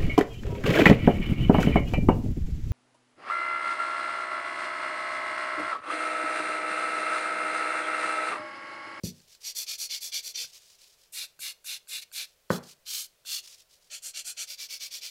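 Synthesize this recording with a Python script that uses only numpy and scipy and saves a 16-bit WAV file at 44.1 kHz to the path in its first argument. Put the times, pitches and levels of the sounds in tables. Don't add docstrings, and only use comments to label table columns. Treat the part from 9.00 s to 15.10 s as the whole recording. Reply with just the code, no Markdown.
import sys
import numpy as np
from scipy import signal
from scipy.fft import rfft, irfft
from scipy.io import wavfile

SR = 44100
rng = np.random.default_rng(int(sys.argv[2]) if len(sys.argv) > 2 else 0)


def digitize_waveform(pressure):
    field = np.atleast_2d(pressure).T
    bounded = np.clip(field, -1, 1)
    quanta = np.round(bounded * 32767).astype(np.int16)
    wavfile.write(sys.argv[1], SR, quanta)


N = 269230

# pitch_hz, relative level_db (per Hz)
SIDE_EDGE = [(160, -64), (280, -32), (513, -18), (1020, -28), (1970, -17), (2290, -6.5), (2810, -10.5),
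             (3550, -1.5), (3860, -7.5), (4570, 3.5), (5320, -1), (5780, 0.5), (9420, -10.5), (12100, -8.5),
             (15600, -18)]
# pitch_hz, relative level_db (per Hz)
FAR_EDGE = [(160, -85), (280, -53), (299, -54), (405, -33), (464, -27.5), (1060, -27), (1530, -15),
            (2000, -12.5), (2370, -4), (2810, -2.5), (3100, -13), (3610, -1), (7080, -10), (11900, -11.5),
            (15600, -22)]
# pitch_hz, relative level_db (per Hz)
NAIL_TOP = [(160, -78), (280, -43), (660, -28.5), (894, -34), (1530, -16), (2000, -22.5), (2490, -11.5),
            (3380, -5.5), (3860, -6), (4340, -2.5), (4730, -5), (6840, -5.5), (8810, -10), (12700, -10.5),
            (15600, -16)]
# pitch_hz, relative level_db (per Hz)
NAIL_TIP = [(160, -50), (280, -30), (649, -14.5), (1020, -28.5), (1480, -15), (2000, -14.5), (2250, -6),
            (3380, -2.5), (3730, -9.5), (4270, 1), (5140, -3.5), (5780, -1), (7200, 1.5), (11900, -10.5),
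            (15600, -21)]
# pitch_hz, relative level_db (per Hz)
FLAT_FACE = [(160, -72), (280, -47.5), (504, -17), (808, -27), (1360, -19), (1690, -18), (2250, -13.5),
             (2710, -5), (3490, -4), (3800, -5.5), (4490, 2), (5690, -0.5), (9420, -12.5), (12100, -10.5),
             (15600, -17)]


def buffer_block():
    # start_s, end_s, level_db, lean (-1 pushing to +1 pulling)
    strokes = [(0.034, 0.122, -38.5, .6), (0.43, 0.535, -36, -.1), (0.547, 0.656, -32, 1),
               (0.662, 0.773, -33, -.4), (0.777, 0.884, -32.5, .8), (0.889, 0.997, -32.5, -.8),
               (1.003, 1.111, -35.5, .9), (1.115, 1.217, -31, -.8), (1.224, 1.333, -38, .5),
               (1.338, 1.472, -32.5, -.9), (2.121, 2.272, -34.7, .4), (2.39, 2.536, -34.5, .3),
               (2.641, 2.788, -34.3, .1), (2.877, 3.018, -34.5, .1), (3.012, 3.043, -41.5, 0),
               (3.121, 3.264, -33.8, -.2), (3.497, 3.592, -39, -.1), (3.852, 4.076, -33, 0),
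               (4.247, 4.412, -33, -.5), (4.897, 5.003, -38.7, -.8), (5.018, 5.126, -37.3, 1),
               (5.133, 5.236, -35.7, -.8), (5.241, 5.344, -35.5, .7), (5.364, 5.463, -34, -.5),
               (5.467, 5.569, -38.3, .5), (5.572, 5.682, -37, -.1), (5.684, 5.793, -37, .2),
               (5.79, 5.898, -37, 0), (5.9, 6.009, -37, .3), (6.004, 6.112, -38, -.1)]
    out = np.zeros(N)
    for row in strokes:
        add(out, row[0], stroke(*row))
    return out


def stroke(start_s, end_s, level_db, lean, size=16384):
    # from_s, colour, echo_ms, echo strength (0-1), block edge resonance_hz, width_hz, level_db
    holds = [(0, SIDE_EDGE, 0.7, 0.11, 2270, 296, 3.1), (2, FAR_EDGE, 0.98, 0.077, 3420, 398, 1.7),
             (3.4, NAIL_TOP, 0.94, 0.15, 2520, 400, 1.8), (4.8, NAIL_TIP, 0.69, 0.085, 1400, 396, 4.9),
             (5.46, FLAT_FACE, 0.57, 0.085, 2288, 298, 11)]
    # from_s, crest place (0-1), pointedness of pressure, pointedness of speed,
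    # lag (share of the stroke; pressure trails speed by about 0.9 of it)
    motions = [(0, .24, 0.92, 1.2, -0.039), (.4, 0.43, 1, 1.24, -0.037), (2, 0.51, 1.34, 0.9, 0.17),
               (3.4, 0.33, 0.68, 0.97, -0.11), (3.8, 0.45, 1.2, 1.1, -0.1), (4.2, 0.57, 0.76, 0.79, 0.066),
               (4.8, 0.44, 1.3, 1.45, -0.057)]
    # pitch_hz, change at full pull_db
    pull_colour = [(1450, 2), (2800, -1.5), (5000, 1.5), (9500, 5)]
    # centre_hz, width_hz, level_db
    nail_peaks = [(3500, 88, 4), (4130, 150, 2.5), (4464, 110, 2.5), (4690, 130, 1.5), (5800, 96, 3.5),
                  (5980, 90, 1.5)]
    colour, echo_ms, echo, *edge = current(holds, start_s)
    crest, pressure_pointed, speed_pointed, lag = current(motions, start_s)
    lag = lag + 0.06 * lean

    hz = bins(size)
    shape_db = at_hz(colour, hz) + np.clip(lean, -1, 1) * at_hz(pull_colour, hz)
    for centre_hz, width_hz, peak_db in [*nail_peaks, edge]:
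        shape_db += peak_db / (1 + (2 * (hz - centre_hz) / width_hz) ** 2)

    near_echo = echo * np.exp(-2j * np.pi * hz * echo_ms / 1000)
    paths = 1 + near_echo + scatter(hz, strength=0.19, earliest_ms=0.949, latest_ms=6.0)
    snaps = grit(size, per_s=18000, spread_db=4.0, catch_db=1.45, catch_hz=160)
    rasp = rms_one(irfft(rfft(snaps) * from_db(shape_db) * paths))
    body = coloured(rasp, [(4700, -1), (6300, -3.5), (9000, -34)])
    fizz = rasp - body

    count = min(round((end_s - start_s) * SR), size)
    progress = np.linspace(0, 1, count)
    pressure = arch(progress, crest + 0.26 * lag, pressure_pointed)
    speed = arch(progress, crest - 0.64 * lag, speed_pointed)
    return from_db(level_db) * (body[:count] * pressure + fizz[:count] * speed)


def grit(size, per_s, spread_db, catch_db, catch_hz):
    happens = rng.random(size) < per_s / SR
    polarity = rng.choice([-1, 1], size)
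    snaps = happens * polarity * from_db(spread_db * rng.standard_normal(size))
    catching = rms_one(butter(rng.standard_normal(size), catch_hz, "low", order=2))
    return rms_one(snaps * from_db(catch_db * catching))


def scatter(hz, strength, earliest_ms, latest_ms, count=8):
    delays_s = rng.uniform(earliest_ms, latest_ms, (count, 1)) / 1000
    polarity = rng.choice([-1, 1], (count, 1))
    return strength * np.sum(polarity * np.exp(-2j * np.pi * hz * delays_s), axis=0)


def taps():
    # start_s, click level_db before filtering, softness (low-pass_hz), lightness (high-pass_hz)
    contacts = [(0.202, -42, 7000, 3500), (0.35, -38.5, 9000, 3500), (1.444, -36, 1390, 60),
                (2.241, -39, 2200, 500), (2.392, -38.5, 3500, 99.96), (2.645, -42.5, 6000, 500),
                (2.873, -44, 11500, 1800), (3.116, -42, 12000, 1200), (4.251, -43, 2500, 398)]
    # pitch_hz, level_db, t60_s
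    nail_modes = [(145, -28, 0.13), (260, -33, 0.078), (684, -21, 0.022), (1560, -7.5, 0.026),
                  (2600, -10, 0.014), (4450, -7.5, 0.021), (7400, -7, 0.011)]
    touches = np.zeros(N)
    for start_s, level_db, soft_hz, light_hz in contacts:
        softened = butter(click(start_s, level_db), soft_hz, "low", order=1)
        touches += butter(softened, light_hz, "high", order=2)
    return ring(touches, nail_modes)


def gloves():
    # start_s, end_s, level_db at the crest
    scuffs = [(0.103, 0.286, -63.5), (0.267, 0.387, -57.5), (0.402, 0.46, -53.5), (1.452, 1.533, -56.5),
              (1.522, 1.602, -50), (1.59, 1.683, -58.5), (1.652, 1.79, -57), (1.78, 1.886, -56),
              (1.864, 1.973, -60.5), (1.966, 2.094, -62.5), (2.262, 2.33, -66), (3.253, 3.349, -66.5),
              (3.624, 3.669, -55), (3.66, 3.745, -51), (4.425, 4.496, -48.5), (4.475, 4.571, -50.5),
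              (4.565, 4.639, -55.5), (4.687, 4.794, -60.5), (4.795, 4.925, -66.5)]
    # pitch_hz, relative level_db (per Hz)
    glove_colour = [(180, -48), (300, -58), (366, -4.5), (518, -31), (850, -22), (908, -11), (1540, -14),
                    (2530, -1.5), (5240, 5), (15600, -12)]
    level = np.zeros(N)
    for start_s, end_s, level_db in scuffs:
        progress = np.linspace(0, 1, round((end_s - start_s) * SR))
        add(level, start_s, from_db(level_db) * arch(progress, crest=0.44, pointed=0.87))
    crackle = grit(N, per_s=9000, spread_db=2.5, catch_db=1.94, catch_hz=70.4)
    return level * rms_one(coloured(crackle, glove_colour))


def knocks():
    # start_s, click level_db before filtering, softness (low-pass_hz), lightness (high-pass_hz)
    table_blows = [(0.037, -23, 333, 30), (3.5038, -16, 1844, 138.8)]
    # pitch_hz, level_db, t60_s
    table_modes = [(109, -10, 0.052), (197.2, 2, 0.05), (400, -9, 0.064), (536, 3.5, 0.028),
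                   (1049, 2, 0.012), (1230, -5, 0.017), (1478, -5, 0.032), (1800, -12.5, 0.049)]
    # pitch_hz, level_db, t60_s
    room_modes = [(89, -20, 0.3), (144, -25, 0.42), (177.7, -12, 0.26), (237, -13.5, 0.25),
                  (353.5, -15.5, 0.18), (402, -20.5, 0.26)]
    # pitch_hz, level_db
    boom_colour = [(40, 9), (90, 26), (200, 33.5), (320, 26.5), (500, 32.5), (750, 25), (1400, 24.5),
                   (2000, 18.5), (3000, 10.5), (6000, 11)]
    blows = np.zeros(N)
    for start_s, level_db, soft_hz, light_hz in table_blows:
        softened = butter(click(start_s, level_db), soft_hz, "low", order=3)
        blows += butter(softened, light_hz, "high", order=2)
    table = ring(blows, table_modes)
    wall = from_db(-12) * butter(later(table, delay_s=0.036), 350, "low", order=2)
    standing_waves = ring(later(blows, delay_s=0.018), room_modes)
    boom = standing_waves + room(blows, boom_colour, t60_s=0.33, gap_s=0.007)
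    return butter(table + wall + boom, 74, "high", order=4)


def room(x, colour, t60_s, gap_s):
    t = np.arange(SR // 2) / SR
    decay = from_db(-60 * t / t60_s)
    tail = coloured(rng.standard_normal(len(t)), colour) * decay
    tail /= np.sqrt(np.sum(decay ** 2))
    return signal.fftconvolve(x, np.pad(tail, (round(gap_s * SR), 0)))[:N]


def still_air():
    # pitch_hz, relative level_db (per Hz)
    air_colour = [(25, 1), (70, -4), (160, -6.5), (290, -14), (400, -4), (600, -2.5), (850, -10),
                  (1300, -10), (2000, -10), (4500, -9.5), (9000, -13.5), (15000, -15)]
    return from_db(-68) * rms_one(coloured(rng.standard_normal(N), air_colour))


def ring(clicks, modes):
    out = np.zeros(N)
    for pitch_hz, level_db, t60_s in modes:
        radius = from_db(-60 / (t60_s * SR))
        angle = 2 * np.pi * pitch_hz / SR
        feed = [0, from_db(level_db) * np.sin(angle)]
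        feedback = [1, -2 * radius * np.cos(angle), radius * radius]
        out += signal.lfilter(feed, feedback, clicks + 1e-18)
    return out


def click(start_s, level_db):
    out = np.zeros(N)
    out[round(start_s * SR)] = from_db(level_db)
    return out


def arch(progress, crest, pointed):
    warp = np.log(0.5) / np.log(np.clip(crest, 0.1, 0.9))
    return np.abs(np.sin(np.pi * progress ** warp)) ** max(pointed, 0.2)


def current(rows, s):
    return [row for row in rows if row[0] <= s][-1][1:]


def add(out, start_s, sound):
    at = round(start_s * SR)
    out[at:at + len(sound)] += sound[:len(out) - at]


def later(x, delay_s):
    return np.pad(x, (round(delay_s * SR), 0))[:N]


def butter(x, hz, kind, order):
    sos = signal.butter(order, min(hz, 0.45 * SR), kind, fs=SR, output="sos")
    return signal.sosfilt(sos, x + 1e-18)


def coloured(x, spectrum):
    return irfft(rfft(x) * from_db(at_hz(spectrum, bins(len(x)))), len(x))


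def at_hz(points, hz):
    points = np.array(points)
    return np.interp(np.log(hz + 1), np.log(points[:, 0]), points[:, 1])


def bins(size):
    return np.arange(size // 2 + 1) * SR / size


def from_db(db):
    return 10 ** (np.asarray(db) / 20)


def rms_one(x):
    return x / np.sqrt(np.mean(x ** 2) + 1e-20)


def scene():
    hands = buffer_block() + gloves() + taps()
    room_colour = [(500, -11.5), (4000, -15.0), (7000, -18), (14000, -22.5)]  # pitch_hz, level_db
    hands = hands + room(hands, room_colour, t60_s=0.22, gap_s=0.006)
    return (hands + knocks() + still_air())[None]


def record(dry):
    sos = signal.ellip(12, 0.1, 80, 15750, fs=SR, output="sos")
    return signal.sosfilt(sos, dry)


dry = scene()
out = record(dry)
digitize_waveform(out)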